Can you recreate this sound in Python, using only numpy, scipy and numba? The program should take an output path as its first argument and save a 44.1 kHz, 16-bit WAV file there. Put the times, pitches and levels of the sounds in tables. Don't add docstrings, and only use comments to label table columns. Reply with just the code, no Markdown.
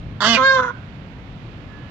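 import sys
import numpy as np
from scipy import signal
from scipy.fft import rfft, irfft
from scipy.io import wavfile
from scipy.ndimage import uniform_filter1d, map_coordinates
from numba import njit

SR = 44100
rng = np.random.default_rng(int(sys.argv[2]) if len(sys.argv) > 2 else 0)


def gain_from_db(level_db):
    decades = np.asarray(level_db, float) / 20
    return 10 ** decades


def wav_record(signal):
    frames = np.transpose(np.atleast_2d(signal))
    bounded = np.clip(frames, -1, 1)
    quanta = np.round(bounded * 32767).astype(np.int16)
    wavfile.write(sys.argv[1], SR, quanta)


N = 83790
t = np.arange(N) / SR

# frequency in Hz, level in dB per Hz.
TRAFFIC_SPECTRUM = [(15, -51), (25, -28), (123, 0.5), (177, -9), (279, -12), (364, -21), (576, -20),
                    (3120, -29), (8000, -69.5), (10400, -89.5), (17600, -120)]
# frequency in Hz, likeness from 0 to 1.
COHERENCE = [(60, 0.73), (120, 1), (300, 0.91), (500, 1), (1000, 0), (2000, 0), (4000, .01)]
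# time in seconds, gain in dB.
LORRY = [(0, 4), (.15, 5.5), (.25, 2), (1.9, 1)]
# time in seconds, gain in dB.
BREEZE = [(0, 19.5), (.2, 6.5), (1.3, 11), (1.5, 11), (1.62, 14.5), (1.75, 13.5), (1.9, 5)]
# time in seconds, pitch in Hz, level in dB, roughness from 0 to 1,
# half-rate share from 0 to 1, moving resonance in Hz, its level in dB, beak opening in dB.
HONK_COURSE = [
    (.2045, 196.1, -33, 0.88, 0, 3610, 7, 14),
    (.218, 205.1, -26, 0.68, 0, 3070, -6.5, 7),
    (.256, 212.5, -24, .55, 0.11, 3070, 4.5, 6),
    (.282, 230.2, -21.5, 0.33, 0.15, 3000, 0, 0.5),
    (.3, 231.7, -21.5, 0.05, 0, 2900, 5.5, -1.5),
    (.33, 229.9, -23, 0.14, .01, 2950, 5.5, -0.5),
    (.345, 224.9, -21, 0.45, 0.2, 2820, 5.5, -2.5),
    (.365, 216.4, -28.5, 0, 0.08, 2494, 15, -0.5),
    (.385, 234.3, -51.5, 0.8, 0.3, 2044, 21.5, -4.5),
]
WAIL_COURSE = [
    (.365, 520, -18.5, 0.96, 0.46, 1566, 3.5, 0),
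    (.378, 530, -17.5, 0.28, 0.32, 1380, 0, 2.5),
    (.402, 519.7, -19, 0.15, 0.78, 1310, -3, -3.5),
    (.436, 529.4, -14.5, 0.029, 0.12, 1370, 4.5, 1),
    (.465, 537, -16.5, 0.017, 0.02, 1525, 12, 4),
    (.56, 528.2, -15.5, 0.079, 0.019, 1516, -1, 1),
    (.585, 512.2, -17, 0.46, 0.3, 1366, 1.5, -2),
    (.645, 489, -23.5, 0.43, 0.44, 1400, 2, -7),
    (.705, 479.5, -26.5, 0.55, 0.21, 1403, 0, -7),
    (.725, 479, -50, 0.58, 0.21, 1360, -23.5, -12),
]
# centre in Hz, width in Hz, level in dB,
# share of the beak opening (ratio), left over right in dB.
HONK_RESONANCES = [(225, 120, 3, -.5, 2), (640, 220, 0, .1, 0), (1130, 280, -2, 1, 2),
                   (1570, 300, 0, .8, 2), (2080, 200, -4, -.3, 0), (3600, 500, -8, .3, 0),
                   (4550, 400, -3, .1, -2), (5600, 700, -11, -.6, 0), (7200, 1400, -19, .3, -3),
                   (12300, 2500, -31, .1, 0), (410, 120, -12, .8, 0), (850, 120, -12, 1.2, 0)]
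WAIL_RESONANCES = [(520, 158, -6.5, 0.11, 4.5), (1055, 97, 1.5, -0.61, -24.5), (264, 66, -7, 0.11, 2.5),
                   (2095, 83, -21, -0.67, 3), (3302, 253, -14.5, 1.3, -11.5), (3770, 810, -22.5, 2.9, -5.5),
                   (5830, 1040, -31, 0.15, -4.5), (6520, 1200, -34.5, 1, -12), (13400, 2500, -48, .2, 0)]
# delay in ms, left level in dB, right level in dB.
REFLECTIONS = [(2.3, -38, -14.5), (4.1, -38.5, -33.5), (7.7, -19.5, -11)]
# multiple of the fundamental (number), level in dB.
HORN_PARTIALS = [(3, -60), (4, -47.5), (6, -59), (7, -62)]
# frequency in Hz, left over right in dB.
PORT_BALANCE = [(60, 1.5), (250, -1.5), (520, 3), (900, -2.5), (1500, -11), (2600, -17), (4400, -22),
                (6800, -24), (9000, -8)]
# frequency in Hz, gain in dB.
MIC_RESPONSE = [(25, -0.5), (7400, -0.5), (8300, -9), (9000, -15), (10200, -23), (11200, -15.5),
                (13000, -15), (15500, -13.5)]

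JITTER, SHIMMER_DB, RASP_DB = 0.0432, 3.5, -1.5
SCATTER_RAD, WAVER_DB = 0.95, 3
TREMOR_HZ, TREMOR_DB, TREMOR_START_S = 36, 3.5, 0.49


def level(x, db):
    return x * gain_from_db(db) / np.sqrt(np.mean(x ** 2))


def on_log(hz, table):
    table = np.array(table)
    return np.interp(np.log(hz + 1e-3), np.log(table[:, 0]), table[:, 1])


def over_time(table):
    return np.interp(t, *np.array(table).T)


@njit
def svf(x, hz, width):
    y, band, low = np.empty(len(x)), 0., 0.
    for i in range(len(x)):
        g, k = np.tan(np.pi * hz[i] / SR), width / hz[i]
        v = (band + g * (x[i] - low)) / (1 + g * (g + k))
        band, low, y[i] = 2 * v - band, low + 2 * g * v, k * v
    return y


def ring(x, hz, width):
    hz = hz + np.zeros(len(x))
    once = svf(x, hz, 1.72 * width)
    return svf(once, hz, 1.72 * width)


def walk(rate):
    k = int(SR / rate)
    held = np.repeat(rng.standard_normal(N // k + 1), k)
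    return 1.478 * uniform_filter1d(uniform_filter1d(held, k), k)[:N]


def traffic():
    out, swell = 0, walk(1.0)
    lorry, breeze = over_time(LORRY), over_time(BREEZE)
    for hz in 28 * 2 ** np.arange(0, 9.1, .33):
        mid, side = (ring(rng.standard_normal(N + SR // 2), hz, hz / 4)[-N:] for _ in range(2))
        like = np.clip(on_log(hz, COHERENCE), 0, 1)
        db = on_log(hz, TRAFFIC_SPECTRUM) + 0.5 * swell + 0.31 * walk(9.14)
        db = db + lorry * (hz < 300) + breeze * (hz < 60)
        pair = np.sqrt(1 + like) * mid + np.sqrt(1 - like) * side * np.array([[1], [-1]])
        out = out + gain_from_db(db) * pair
    return level(out, -35)


def syrinx_pulses(hz, top_hz, rough, half, phase, even_db):
    k = np.arange(1, int(2 * 15000 / top_hz))[:, None]
    scatter = SCATTER_RAD * rng.standard_normal(k.shape)
    steps = np.repeat(rng.standard_normal((len(k), len(hz) // 600 + 1)), 600, axis=1)[:, :len(hz)]
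    waver = gain_from_db(WAVER_DB * k * top_hz / 2 / 5000 * uniform_filter1d(steps, size=600))
    size = np.where(k % 2, half, 1)
    size = size * np.where(k % 4, 1, gain_from_db(even_db * (1 - rough)))
    return (np.cos(k * phase - scatter) * size * waver).sum(axis=0)


def breath_rasp(hz, phase):
    puffs = np.sqrt(SR / hz / 4) * (1 + .8 * np.cos(2 * phase)) * rng.standard_normal(len(hz))
    return signal.sosfilt(signal.butter(2, 870, 'high', fs=SR, output='sos'), puffs)


def note(course, resonances, moving_width, moving_left_db, even_db, flutter_db, lag_ms, growl):
    course = np.array(course)
    hz, db, rough, half, mouth_hz, mouth_db, beak_db = (
        np.interp(t, course[:, 0], column) for column in course.T[1:])
    on = np.flatnonzero((t >= course[0, 0]) & (t < course[-1, 0]))
    phase = np.pi * np.cumsum((hz * (1 + JITTER * rough * walk(250)))[on]) / SR
    pulses = syrinx_pulses(hz[on], hz.max(), rough[on], half[on], phase, even_db)
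    rasp = rough[on] * gain_from_db(RASP_DB) * breath_rasp(hz[on], phase)
    voice = np.sqrt(1 - np.clip(rough[on], 0, .95) ** 2) * pulses + rasp
    x = np.full(N, 1e-18)
    x[on] = voice * (1 + growl * rough[on] * np.cos(phase / 2))
    x = x * gain_from_db(db + SHIMMER_DB * rough * walk(119.17))

    def pan(left_db):
        return gain_from_db([[left_db], [0]])

    rings = []
    for j, (centre, width, gain_db, share, left_db) in enumerate(resonances):
        gain = (-1) ** j * gain_from_db(gain_db + share * beak_db)
        rings.append(gain * pan(left_db) * ring(x, centre, 1. * width))
    flutter = (t > TREMOR_START_S) * np.cos(2 * np.pi * TREMOR_HZ * (t - .552))
    rings[1] = rings[1] * gain_from_db(-flutter_db * (0.12 * mouth_db + flutter))
    rings[5] = rings[5] * gain_from_db(flutter_db * flutter)
    moving = pan(moving_left_db) * ring(x * gain_from_db(mouth_db), mouth_hz, moving_width)
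    left, right = sum(rings) + moving
    return np.array([np.roll(left, int(lag_ms * SR / 1000)), right])


def honk():
    return note(HONK_COURSE, HONK_RESONANCES, 350., moving_left_db=1.5, even_db=-11,
                flutter_db=0, lag_ms=.07, growl=0.22)


def shelter(pair):
    out, x = pair, pair.mean(axis=0)
    for ms, *dbs in REFLECTIONS:
        echo = map_coordinates(x, [np.arange(N) - ms * SR / 1000], order=1)
        out = out + gain_from_db(dbs)[:, None] * echo
    u, t60_s = t[:SR // 2], 0.51
    tail = rng.standard_normal((2, len(u))) * gain_from_db(-60 * u / t60_s) * (u > .01)
    tail = level(tail, 0) / np.sqrt(len(u))
    return out + gain_from_db(-18.5) * signal.fftconvolve(x[None], tail, axes=1)[:, :N]


def wail():
    return note(WAIL_COURSE, WAIL_RESONANCES, 177.0, moving_left_db=8.5, even_db=0.84,
                flutter_db=TREMOR_DB, lag_ms=-.11, growl=0.54)


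def horn():
    pitch_hz, start_s = 427, 1.67
    phase = 2 * np.pi * np.cumsum(pitch_hz * (1 + .002 * walk(15))) / SR
    tone = sum(gain_from_db(db + 5.6 * walk(6.7)) * np.sin(k * phase) for k, db in HORN_PARTIALS)
    return tone * np.clip((t - start_s) / 0.2, 0, 1)


def scene():
    call = honk() + wail()
    return shelter(call) + traffic() + horn()


def top_cut(x):
    return signal.sosfilt(signal.butter(12, 15480, fs=SR, output="sos"), x)


def record(dry):
    hz = np.arange(N // 2 + 1) * SR / N
    tilt = gain_from_db(on_log(hz, PORT_BALANCE))
    balance = np.array([2 * tilt, 2 + 0 * tilt]) / (1 + tilt)
    ports = irfft(rfft(dry) * balance, N)
    x = irfft(rfft(np.tanh(ports)) * gain_from_db(on_log(hz, MIC_RESPONSE)), N)
    hiss = np.array([ring(v, 12300, 6000.) for v in rng.standard_normal((2, N))])
    return top_cut(x + level(hiss, -83))


dry = scene()
out = record(dry)
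wav_record(out)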